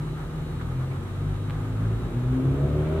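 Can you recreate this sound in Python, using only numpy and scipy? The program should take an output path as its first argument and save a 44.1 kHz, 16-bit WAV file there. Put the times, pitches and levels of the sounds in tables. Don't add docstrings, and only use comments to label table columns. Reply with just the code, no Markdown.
import sys
import numpy as np
from scipy import signal
from scipy.fft import rfft, irfft
from scipy.io import wavfile
from scipy.ndimage import map_coordinates

SR = 44100
rng = np.random.default_rng(int(sys.argv[2]) if len(sys.argv) > 2 else 0)


def wrap_up_sound(samples):
    columns = np.atleast_2d(samples).T
    tamed = np.clip(columns, -1, 1)
    steps = np.round(tamed * 32767).astype(np.int16)
    wavfile.write(sys.argv[1], SR, steps)


N = 132300

# (time [s], exhaust beat rate [Hz])
BEAT_RATE = [(0.0, 37.87), (0.3, 39.02), (0.45, 38.73), (0.75, 42.78), (1.05, 47.24), (1.2, 48.56),
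             (1.5, 50.4), (1.65, 52.5), (1.8, 53.57), (1.95, 56.1), (2.25, 62.22), (2.55, 68.5),
             (3.0, 80.16)]
# (time [s], relative level [dB])
EFFORT = [(0, -12.5), (.8, -8), (1.4, -10.5), (2, -5), (2.4, 0), (2.75, 0), (3, 0)]
# (time [s], level [dB])
THROB_LEVEL = [(0, -48), (.61, -40), (1.17, -42), (1.32, -33), (1.46, -47), (1.59, -33), (1.64, -58),
               (1.73, -35), (2.06, -29), (2.15, -46), (2.34, -25.5), (2.43, -53), (2.49, -29.5),
               (2.75, -26.5), (2.85, -33), (3, -24.5)]
# (time [s], level [dB])
DRONE_LEVEL = [(0, -50), (.09, -43), (.39, -40), (.66, -31.5), (.82, -35), (.9, -31.5), (1.61, -29),
               (1.83, -22), (1.93, -25), (1.98, -35), (2.05, -24.5), (2.13, -32.5), (2.17, -22),
               (2.33, -23), (2.41, -28), (2.47, -17.5), (2.57, -27), (2.64, -16.5), (2.68, -24.5),
               (2.81, -22), (3, -33)]
# (multiple of the beat [ratio], relative level [dB])
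ENGINE_ORDERS = [(1.5, -4), (2.5, -7.5), (3, 7), (3.5, -8), (4, 7), (4.5, -6.5), (5, 3), (5.5, -6),
                 (6, -2.5), (6.5, -7), (7, -3), (7.5, -8), (8, -4), (9, -8), (10, -8), (11, -8.5),
                 (12, -10)]
# (time [s], slope [dB per octave])
BRIGHTNESS_TILT = [(0, 0), (2.3, -10.5), (2.6, 3), (3, 5)]
# (frequency [Hz], gain [dB])
RESONANCES = [(55, -48), (80, -47), (102, -37), (112, -35), (117, -42.5), (122, -34.5), (129, -28),
              (137, -31), (143, -37.5), (147, -29), (153, -32), (158, -42), (162, -34), (168, -39.5),
              (176, -46.5), (190, -59.5), (218, -48), (238, -44.5), (254, -39), (268, -36), (277, -48.5),
              (295, -46), (320, -51), (365, -41), (400, -41.5), (440, -49), (505, -44.5), (560, -52.5),
              (625, -40), (690, -52.5), (900, -67)]
# (frequency [Hz], relative level [dB per Hz])
GAS_COLOUR = [(60, 4), (120, 6), (170, -1), (200, 0), (300, -3.5), (375, 8), (450, -7.5), (600, -11),
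              (900, -21.5), (1350, -21.5), (2000, -30), (4000, -61.5)]
# (time [s], level [dB])
GAS_RUSH_LEVEL = [(0, -51), (1.4, -54.5), (2, -40), (2.4, -35), (2.75, -37), (3, -33)]
# (frequency [Hz], relative level [dB per Hz])
RASP_COLOUR = [(300, -32), (480, 3.5), (680, -4.5), (900, -4), (1350, -3.5), (1800, -16), (2400, -14.5),
               (3800, -22), (5000, -40)]
# (time [s], level [dB])
GAS_RASP_LEVEL = [(0, -60.5), (1.898, -52), (2.4, -48.5), (2.7, -47.5), (3, -41.5)]
# (time [s], level before colouring [dB], left over right [dB])
GRIT_CRACKS = [(1.4987, -11, -2), (1.5028, -25, 0), (1.5072, -9, -2), (1.5415, -24, 0)]
# (frequency [Hz], gain [dB])
CRACK_TONE = [(200, -10), (900, 3), (2500, -2), (4000, -8), (5000, -25), (12000, -38)]
# (time [s], spread [s], centre [Hz], centre to -12 dB [octaves], level [dB])
GRIT_CRUNCHES = [(.612, .011, 1300, .6, -42), (.62, .012, 3200, .5, -57), (.79, .015, 2400, .25, -55),
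                 (.92, .008, 2300, .13, -47.5), (.963, .009, 1100, .7, -44.5), (1.43, .008, 2700, .25, -58),
                 (2.87, .006, 2200, .2, -51)]
# (frequency [Hz], level [dB])
MOTOR_HUM = [(46, -39.5), (120, -49), (168, -47), (377, -54), (479, -55), (823.6, -63), (1222, -61),
             (1302, -65)]
# (frequency [Hz], relative level [dB])
FAN_WHINE = [(2945, -76), (3832, -72), (3945, -78), (4055, -80), (4167, -80), (4280, -81)]
# (time [s], gain [dB])
FAN_LEVEL = [(0, 2), (.8, -.5), (1.8, -2), (3, -4)]
# (frequency [Hz], relative level [dB per Hz])
AIR_COLOUR = [(18, -51), (30, -3.5), (85, -7), (140, 2), (156, -24.5), (202, -10.5), (350, -9.5),
              (431, -17.5), (655, -21.5), (828, -21.5), (995, -23.5), (1260, -20), (1400, -24),
              (2550, -36.5), (3580, -38.5), (3970, -42), (4900, -48), (8260, -44.5), (15500, -53.5)]
# (frequency [Hz], side against middle [dB])
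SIDE_COLOUR = [(40, -21), (120, -15.5), (300, -13), (600, -5.5), (1200, -4), (2200, 1.5), (4000, 3),
               (6000, 2.5), (15000, -2.7)]

UPPER_DB, BRIGHT_FROM_HZ = 3.5, 330
WAVER_DB, WAVER_RAD = 2.75, .07
FIRING_ROUGH = .04
LOW_PAN_DB, UPPER_PAN_DB = .5, 1.2
GAS_PULSING, GAS_WIDTH_DB = .27, -2
LOW_ECHO_DB, ALLEY_DB = -4, -10.5
ALLEY_T60_S, ALLEY_DELAY_S, ALLEY_WIDE_HZ = 1, .0274, 705
CRACK_TAIL_S, CRACK_TAIL_DB = .01, -31
CRUNCH_GRAIN = .6
HUM_WAVER_DB, HUM_WAVER_RAD = .5, .27
WHINE_WAVER_DB, WHINE_WAVER_RAD = 3, .29
AIR_DB, AIR_FLUTTER_DB = -37, 1.4
LOW_CUT_HZ, TOP_HZ = 37.3, 15500


def amp(db):
    return 10 ** (np.asarray(db) / 20)


def curve(rows):
    return np.interp(np.arange(N) / SR, *np.array(rows, float).T)


def gain_at(rows, hz):
    f, db = np.array(rows, float).T
    return amp(np.interp(np.log(np.maximum(hz, 1)), np.log(f), db))


def colour(x, rows):
    bins_hz = np.arange(N + 1) * SR / (2 * N)
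    spectrum = rfft(x, 2 * N) * gain_at(rows, bins_hz)
    return irfft(spectrum)[..., :N]


def unit(x):
    return x / np.sqrt(np.mean(x ** 2))


def walk(rate):
    knots = rng.standard_normal(2048)
    return map_coordinates(knots, [np.arange(N) / SR * rate + 2], order=2, mode="mirror")


def stereo(mid, side):
    return np.array([mid + side, mid - side])


def pan(db):
    return amp(np.array([[db], [-db]]) / 2)


def exhaust(hz, phase):
    firing = 1 + FIRING_ROUGH * walk(70)
    throb = amp(curve(THROB_LEVEL)) * np.sin(phase)
    drone = amp(curve(DRONE_LEVEL)) * np.sin(2 * phase + rng.uniform(0, 2 * np.pi))
    effort_db = curve(EFFORT) + UPPER_DB
    tilt_per_octave = curve(BRIGHTNESS_TILT)
    upper = 0
    for order, db in ENGINE_ORDERS:
        start = rng.uniform(0, 2 * np.pi)
        waver = WAVER_RAD * np.sqrt(order) * walk(22.004)
        tone = np.sin(order * phase + start + waver)
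        octaves_above = np.maximum(np.log2(order * hz / BRIGHT_FROM_HZ), 0)
        level_db = db + effort_db + tilt_per_octave * octaves_above + WAVER_DB * walk(14)
        upper = upper + amp(level_db) * gain_at(RESONANCES, order * hz) * tone
    return (throb + drone) * firing, upper * firing


def gas(phase):
    puffs = 1 + GAS_PULSING * np.cos(phase)
    out = 0
    for rows, level in ((GAS_COLOUR, GAS_RUSH_LEVEL), (RASP_COLOUR, GAS_RASP_LEVEL)):
        mid, side = (unit(colour(rng.standard_normal(N) * puffs, rows)) for _ in range(2))
        side = colour(side, SIDE_COLOUR) * amp(GAS_WIDTH_DB)
        out = out + stereo(mid, side) * amp(curve(level))
    return out


def alley(x):
    t = np.arange(N) / SR
    tails = rng.standard_normal((2, N)) * amp(-60 * t / ALLEY_T60_S) * (t > ALLEY_DELAY_S)
    mid, side = (signal.fftconvolve(x, unit(tail) / np.sqrt(N))[:N] for tail in tails)
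    side = colour(side, [(110, -11), (ALLEY_WIDE_HZ, 4)])
    return amp(ALLEY_DB) * stereo(mid, side)


def crack(at, db, pan_db):
    t = np.arange(N) / SR
    decay = (t > at) * np.exp(-abs(t - at) / CRACK_TAIL_S)
    hit = amp(CRACK_TAIL_DB) * rng.standard_normal((2, N)) * decay
    hit[:, int(at * SR)] += 1
    return amp(db) * pan(pan_db) * hit


def crunch(at, spread, hz, octaves, db):
    t = np.arange(N) / SR
    grains = rng.standard_normal((2, N)) * np.exp(CRUNCH_GRAIN * walk(500))
    r = 2 ** octaves
    band_shape = [(hz / r ** 3, -50), (hz / r, -12), (hz, 0), (hz * r, -12), (hz * r ** 3, -50)]
    swell = np.exp(-.5 * ((t - at) / spread) ** 2)
    return amp(db) * unit(colour(grains, band_shape)) * swell


def grit():
    cracks = sum(crack(*row) for row in GRIT_CRACKS)
    crunches = sum(crunch(*row) for row in GRIT_CRUNCHES)
    return colour(cracks, CRACK_TONE) + crunches


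def machine_tones(rows, waver_rad, waver_db):
    t = np.arange(N) / SR
    out = 0
    for hz, db in rows:
        wander = waver_rad * (hz / 100) ** .5 * walk(5.06)
        phase = 2 * np.pi * (hz * t + rng.uniform()) + wander
        level = np.sqrt(2) * amp(db + waver_db * walk(6.73))
        side = gain_at(SIDE_COLOUR, hz) * np.cos(phase + .5 * walk(3))
        out = out + level * stereo(np.sin(phase), side)
    return out


def machinery():
    hum = machine_tones(MOTOR_HUM, HUM_WAVER_RAD, HUM_WAVER_DB)
    whine = machine_tones(FAN_WHINE, WHINE_WAVER_RAD, WHINE_WAVER_DB)
    return hum + amp(curve(FAN_LEVEL)) * whine


def air():
    mid, side = (unit(colour(rng.standard_normal(N), AIR_COLOUR)) for _ in range(2))
    out = amp(AIR_DB) * stereo(mid, colour(side, SIDE_COLOUR))
    midrange = colour(out, [(400, -33), (700, -2.5), (1600, 1.5), (3000, -13)])
    flutter = amp(AIR_FLUTTER_DB * walk(22.02)) - 1
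    return out + midrange * flutter


def scene():
    hz = curve(BEAT_RATE)
    phase = 2 * np.pi * np.cumsum(hz) / SR
    low, upper = exhaust(hz, phase)
    echoes = alley(upper + amp(LOW_ECHO_DB) * low)
    car = pan(LOW_PAN_DB) * low + pan(UPPER_PAN_DB) * upper + echoes + gas(phase)
    return car + grit() + machinery() + air()


def record(dry):
    low_cut = signal.butter(4, LOW_CUT_HZ, "high", fs=SR, output="sos")
    top_cut = signal.ellip(10, .2, 80, TOP_HZ, fs=SR, output="sos")
    return signal.sosfilt(top_cut, signal.sosfilt(low_cut, dry))


dry = scene()
out = record(dry)
wrap_up_sound(out)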